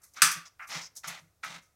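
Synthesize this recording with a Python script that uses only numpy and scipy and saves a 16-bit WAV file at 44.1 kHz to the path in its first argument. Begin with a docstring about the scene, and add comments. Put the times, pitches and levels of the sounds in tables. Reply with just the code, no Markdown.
"""A cat digs in grainy litter in a plastic training tray set in a toilet, in a small tiled bathroom.
First a few grains stir. At about 0.2 s a claw catches the tray, which snaps back and rings.
From about 0.6 s the paw lands and drags through the litter three times: claws scratch,
loose grains skitter over the plastic, and the tray booms softly under the cat's weight.
In the gaps, and as the last stroke dies away, a phone's noise suppressor turns the sound down."""
import sys
import numpy as np
from scipy import signal
from scipy.fft import rfft, irfft
from scipy.io import wavfile
from scipy.ndimage import uniform_filter1d

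SR = 44100
rng = np.random.default_rng(int(sys.argv[2]) if len(sys.argv) > 2 else 0)


def log_audio(samples):
    """Write samples as a 16-bit WAV file to the path given in sys.argv[1]."""
    # one column per channel
    frames = np.atleast_2d(samples).T
    # limit to full scale, then quantise
    limited = np.clip(frames, -1, 1)
    pcm = np.round(limited * 32767).astype(np.int16)
    wavfile.write(sys.argv[1], SR, pcm)


N = 77175

# Each level_db is relative to the other rows of its table.
# Tone colours, or how strong each sound is from low to high: pitch_hz, level_db
ROOM_NOISE_TONE = [(25, -11.5), (45, -10), (65, -0.5), (95, -3), (200, -14.5), (400, -15.5), (700, -9.5),
                   (1400, -11.5), (3000, -18.5), (6000, -14.5), (16000, -18.5)]
CREAK_TONE = [(30, -14.5), (100, -11), (160, -1), (240, -9.5), (320, -8), (410, -16.5), (540, -8),
              (800, -6.5), (1400, -17.5), (4000, -44)]
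SKITTER_TONE = [(200, -29), (900, -24.5), (2700, -32.5), (3700, -13.5), (4700, -7), (5400, -1.5), (6200, 2),
                (7300, -4), (10000, -6.5), (13500, -11.5), (16000, -23)]
SCRATCH_TONE = [(200, -36), (1200, -19), (2500, -24.5), (3500, -14), (4500, -11.5), (5100, 1.5), (6100, -1),
                (7200, -8.5), (8500, -18), (16000, -33)]
PAW_TONE = [(30, -36.5), (150, -30.5), (450, -35), (750, -10), (1000, -5.5), (1200, 2.5), (1450, 2),
            (1750, -2), (2150, 0), (2800, -10), (3400, -28.5), (6000, -38), (16000, -54.5)]
DRAG_TONE = [(30, -29.5), (100, -20), (200, -10.5), (380, -16.5), (580, -5.5), (950, -1), (1200, 1),
             (1650, -2), (2100, 4.5), (2800, -3.5), (3700, -1.5), (5200, -7), (6100, -5.5), (8000, -13.5),
             (11000, -22.5), (16000, -33.5)]
SNAP_TONE = [(30, -34), (100, -29), (320, -22), (450, -32), (700, -27), (930, -12.5), (1090, -10.5),
             (1190, 2), (1450, -1), (1750, -3.5), (2200, -6), (2600, -2.5), (3000, -11.5), (3450, -6.5),
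             (3900, -12), (4900, -2), (5400, -7), (6000, -0.5), (7000, -8.5), (8300, -1.5), (9700, -6.5),
             (11300, -7.5), (12600, -17), (16000, -21.5)]
# The tray's low booming notes and high ringing notes: pitch_hz, level_db, ring_s (time to fade 60 dB)
TRAY_LOW_NOTES = [(141.7, -5, 0.11), (167.7, -1, 0.18), (314.6, -17, 0.21), (524, -22.5, .3)]
TRAY_HIGH_NOTES = [(1151.8, 2, 0.52), (1271, 1, .4), (1432, -6, 0.45), (1533, -2, .32), (1720, -2.5, .34),
                   (2703, -7.5, 0.15), (4450, -7, .2), (5880, -4, 0.19), (5900, -4, 0.22), (7643, -7, .2),
                   (8334, -7.5, 0.12)]
# The cat's weight pushing on the tray: start_s, level_db, push_s
TRAY_PUSHES = [(.218, -43, 0.039), (.262, -55, 0.02), (0.353, -47, 0.031), (.69, -63, 0.027),
               (0.746, -45.5, 0.037), (.81, -66, .022), (1.059, -50.5, 0.061), (1.195, -61, 0.085),
               (1.455, -60, .035), (1.497, -54, 0.019), (1.546, -52, 0.021)]
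# Showers of loose grains: start_s, level_db, rise_s, fade_s, treble_boost_db
GRAIN_SHOWERS = [(0.015, -58, 0.0055, 0.0085, 9.5), (0.03, -52, .008, 0.055, 4.5),
                 (.136, -51, 0.0007, 0.0092, 3.5), (0.3116, -29.5, 0.0034, 0.016, 2.5),
                 (0.67, -51.5, 0.0065, 0.05, 5), (.951, -52.5, 0.0029, .012, 7),
                 (.963, -39, 0.0038, 0.02, -1), (1.071, -39, 0.011, 0.011, 5.5),
                 (1.195, -65.5, .01, 0.062, 7.5), (1.44, -48.5, 0.0072, .012, 3.5),
                 (1.61, -56.5, 0.018, 0.044, -3)]
# Claws scratching along the plastic: start_s, level_db, hold_s
CLAW_SCRATCHES = [(0.16, -50, 0.011), (.448, -49, 0.024), (0.618, -60.5, 0.018), (0.699, -45, 0.087),
                  (0.808, -43, 0.028), (0.847, -47, .015), (0.962, -50.5, .016), (1.036, -49.5, 0.019),
                  (1.448, -51, 0.011)]
# The paw pressing into the litter: start_s, level_db, hold_s, fade_db (lost during the hold)
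PAW_PRESSES = [(0, -62, .07, 4), (.166, -45, .045, 6), (.5945, -41, .055, 4), (1.0415, -37, .006, 2),
               (1.4345, -34, .018, 5)]
# The paw dragging through the litter: start_s, peak_s, end_s, level_db, swell_db, fade_db
PAW_DRAGS = [(0.144, 0.169, 0.23, -47.5, 7.5, 5.5), (0.454, .458, 0.466, -52, 2, 3),
             (0.682, 0.749, 0.82, -35.5, 12.5, 13), (1.033, 1.084, 1.194, -40.5, 7.5, 9),
             (1.429, 1.521, 1.59, -43.5, 1.5, 7.5)]
# The claw snapping off the tray, then the tray's rebounds: start_s, level_db
TRAY_SNAPS = [(0.2193, -15.5), (0.2215, -17.5), (.2223, -16.5), (0.2279, -26)]

FADE_60_DB = np.log(1000)  # exp(-FADE_60_DB) is a drop of 60 dB


def gain(db):
    """Turn decibels into a number to multiply by."""
    return 10 ** (np.asarray(db) / 20)


def clock():
    """The time of every sample, in seconds."""
    return np.arange(N) / SR


def through(sound, response):
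    """Play a sound through something, given how that thing answers one click."""
    return signal.fftconvolve(sound, response)[:N]


def colour(sound, tone):
    """Filter a sound so that it takes on a tone colour."""
    size = 2048
    hz, db = np.array(tone).T
    bin_hz = np.maximum(np.arange(size // 2 + 1) * SR / size, 1)
    curve = gain(np.interp(np.log(bin_hz), np.log(hz), db))
    # Fold the second half onto the first, so the filter never answers before the sound arrives.
    cepstrum = irfft(np.log(curve))
    cepstrum[1:size // 2] *= 2
    cepstrum[size // 2 + 1:] = 0
    response = irfft(np.exp(rfft(cepstrum)))
    return through(sound, response / np.linalg.norm(response))


def lows(sound, below_hz):
    """Keep the part of a sound below a pitch."""
    return signal.sosfiltfilt(signal.butter(2, below_hz, fs=SR, output="sos"), sound)


def wobble(below_hz):
    """A slow random wiggle with a typical size of 1."""
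    wiggle = lows(rng.standard_normal(N), below_hz)
    return wiggle / np.std(wiggle)


def clicks(per_s, scatter_db):
    """Tiny clicks at random times, many small and a few large."""
    hits = (rng.random(N) < per_s / SR) * rng.choice([-1, 1], N)
    hits = hits * gain(scatter_db * np.minimum(rng.exponential(size=N), 4))
    return hits / np.std(hits)


def burst(start_s, rise_s, hold_s, fade_s):
    """A loudness shape that rises, holds, then dies away."""
    age = clock() - start_s
    return np.clip(age / rise_s, 0, 1) * np.exp(-np.maximum(age - rise_s - hold_s, 0) / fade_s)


def room_noise(noise_db=-66, hum_db=-80, hum_hz=99):
    """Faint room noise with an electrical hum."""
    noise = colour(rng.standard_normal(N), ROOM_NOISE_TONE)
    return gain(noise_db) * noise + gain(hum_db) * np.sin(2 * np.pi * hum_hz * clock())


def bathroom_echo(sound, ring_s=.4, treble_ring_s=.24, delay_s=.0018):
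    """Sound bounces between close tiles; the treble dies a little sooner."""
    t = clock()
    noise = rng.standard_normal(N)
    low = lows(noise, below_hz=4700)
    low_tail = low * np.exp(-FADE_60_DB * t / ring_s)
    high_tail = (noise - low) * np.exp(-FADE_60_DB * t / treble_ring_s)
    tail = (low_tail + high_tail) * (t > delay_s)
    return through(sound, tail / np.linalg.norm(tail))


def tray_ringing():
    """The tray's answer to one tap: several high notes fading together."""
    t = clock()
    ring = sum(gain(db) * np.sin(2 * np.pi * (hz * t + rng.random())) * np.exp(-FADE_60_DB * t / ring_s)
               for hz, db, ring_s in TRAY_HIGH_NOTES)
    return ring / np.linalg.norm(ring)


def tray_bending(creak_db=-10.5):
    """Each push swells the tray's low notes and rubs it dully on its seat."""
    def weight(fade_s):
        return sum(gain(db) * burst(start, push / 2, push / 4, fade_s) for start, db, push in TRAY_PUSHES)

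    sound = gain(creak_db) * weight(fade_s=.013) * colour(rng.standard_normal(N), CREAK_TONE)
    for hz, db, ring_s in TRAY_LOW_NOTES:
        wavering_note = np.sin(2 * np.pi * hz * clock() + .56 * wobble(below_hz=12))
        sound += gain(db) * weight(ring_s / FADE_60_DB) * wavering_note
    return sound


def skittering_grains():
    """Loose grains hit bare plastic in short, bright showers."""
    ticks = colour(clicks(per_s=4200, scatter_db=2), SKITTER_TONE)
    body = lows(ticks, below_hz=7800)
    treble = ticks - body
    return sum(gain(db) * burst(start, rise, 0, fade) * (body + gain(boost_db) * treble)
               for start, db, rise, fade, boost_db in GRAIN_SHOWERS)


def claw_scratches():
    """Claws stick and slip on the plastic, making a thin rasp."""
    pressure = sum(gain(db) * burst(start, rise_s=.0087, hold_s=hold, fade_s=.005)
                   for start, db, hold in CLAW_SCRATCHES)
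    return colour(pressure * clicks(per_s=2900, scatter_db=1.5), SCRATCH_TONE)


def paw_presses(tray_ring, ring_db=-20):
    """The paw crushes litter against the tray: a dull crunch and a faint ring."""
    force = np.zeros(N)
    for start, db, hold, fade_db in PAW_PRESSES:
        progress = np.clip((clock() - start) / hold, 0, 1)
        force += gain(db - fade_db * progress) * burst(start, rise_s=.001, hold_s=hold, fade_s=.005)
    crunch = colour(force * clicks(per_s=3000, scatter_db=2.5), PAW_TONE)
    return crunch + gain(ring_db) * through(crunch, tray_ring)


def paw_drags(edge_s=.004, spurt_db=1.74):
    """Grains rub and tumble in small spurts as each stroke swells, eases and lifts off."""
    effort = np.zeros(N)
    for start, peak, end, db, swell_db, fade_db in PAW_DRAGS:
        shape_db = np.interp(clock(), [start, peak, end], [-swell_db, 0, -fade_db])
        effort += gain(db + shape_db) * burst(start, edge_s, end - start, edge_s)
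    spurts = gain(spurt_db * wobble(below_hz=69))
    return colour(effort * spurts * clicks(per_s=3500, scatter_db=1.5), DRAG_TONE)


def tray_snap(tray_ring, fade_s=.0012, echo_db=1.5, ring_db=-14):
    """The plastic springs back with sharp cracks; the tray and room answer them as one click."""
    t = clock()
    force = sum(gain(db) * (t >= start) * np.exp(-np.maximum(t - start, 0) / fade_s)
                for start, db in TRAY_SNAPS)
    click = np.zeros(N)
    click[int(TRAY_SNAPS[0][0] * SR)] = np.linalg.norm(force)  # as much energy as all the cracks
    cracks = force * rng.choice([-1, 1], N)
    echo = gain(echo_db) * bathroom_echo(click)
    return colour(cracks + echo, SNAP_TONE) + gain(ring_db) * through(click, tray_ring)


def scene(snap_db=9, digging_db=-1, digging_echo_db=-9):
    """The snap fills the room; the digging, down in the tray, echoes less."""
    tray_ring = tray_ringing()
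    digging = paw_presses(tray_ring) + paw_drags() + claw_scratches() + skittering_grains()
    snap = gain(snap_db) * tray_snap(tray_ring)
    echo = gain(digging_echo_db) * bathroom_echo(digging)
    return (snap + gain(digging_db) * digging + echo + tray_bending() + room_noise())[None]


def record(dry, ceiling=.8, quiet_db=-51.5, cut_db=10, softness_db=6, average_s=.019):
    """The microphone rounds off peaks; a noise suppressor lowers quiet moments above the bass."""
    sound = ceiling * np.tanh(dry[0] / ceiling)
    bass = lows(sound, below_hz=550)
    upper = sound - bass
    power = uniform_filter1d(upper ** 2, int(average_s * SR))
    level_db = 10 * np.log10(np.maximum(power, 1e-14))
    quietness = (1 - np.tanh((level_db - quiet_db) / softness_db)) / 2  # 0 when loud, 1 when quiet
    suppressed = bass + gain(-cut_db * quietness) * upper
    top_cut = signal.ellip(10, .2, 80, 15900, fs=SR, output="sos")  # removes treble above 15900 Hz
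    return signal.sosfilt(top_cut, suppressed)[None]


dry = scene()
out = record(dry)
log_audio(out)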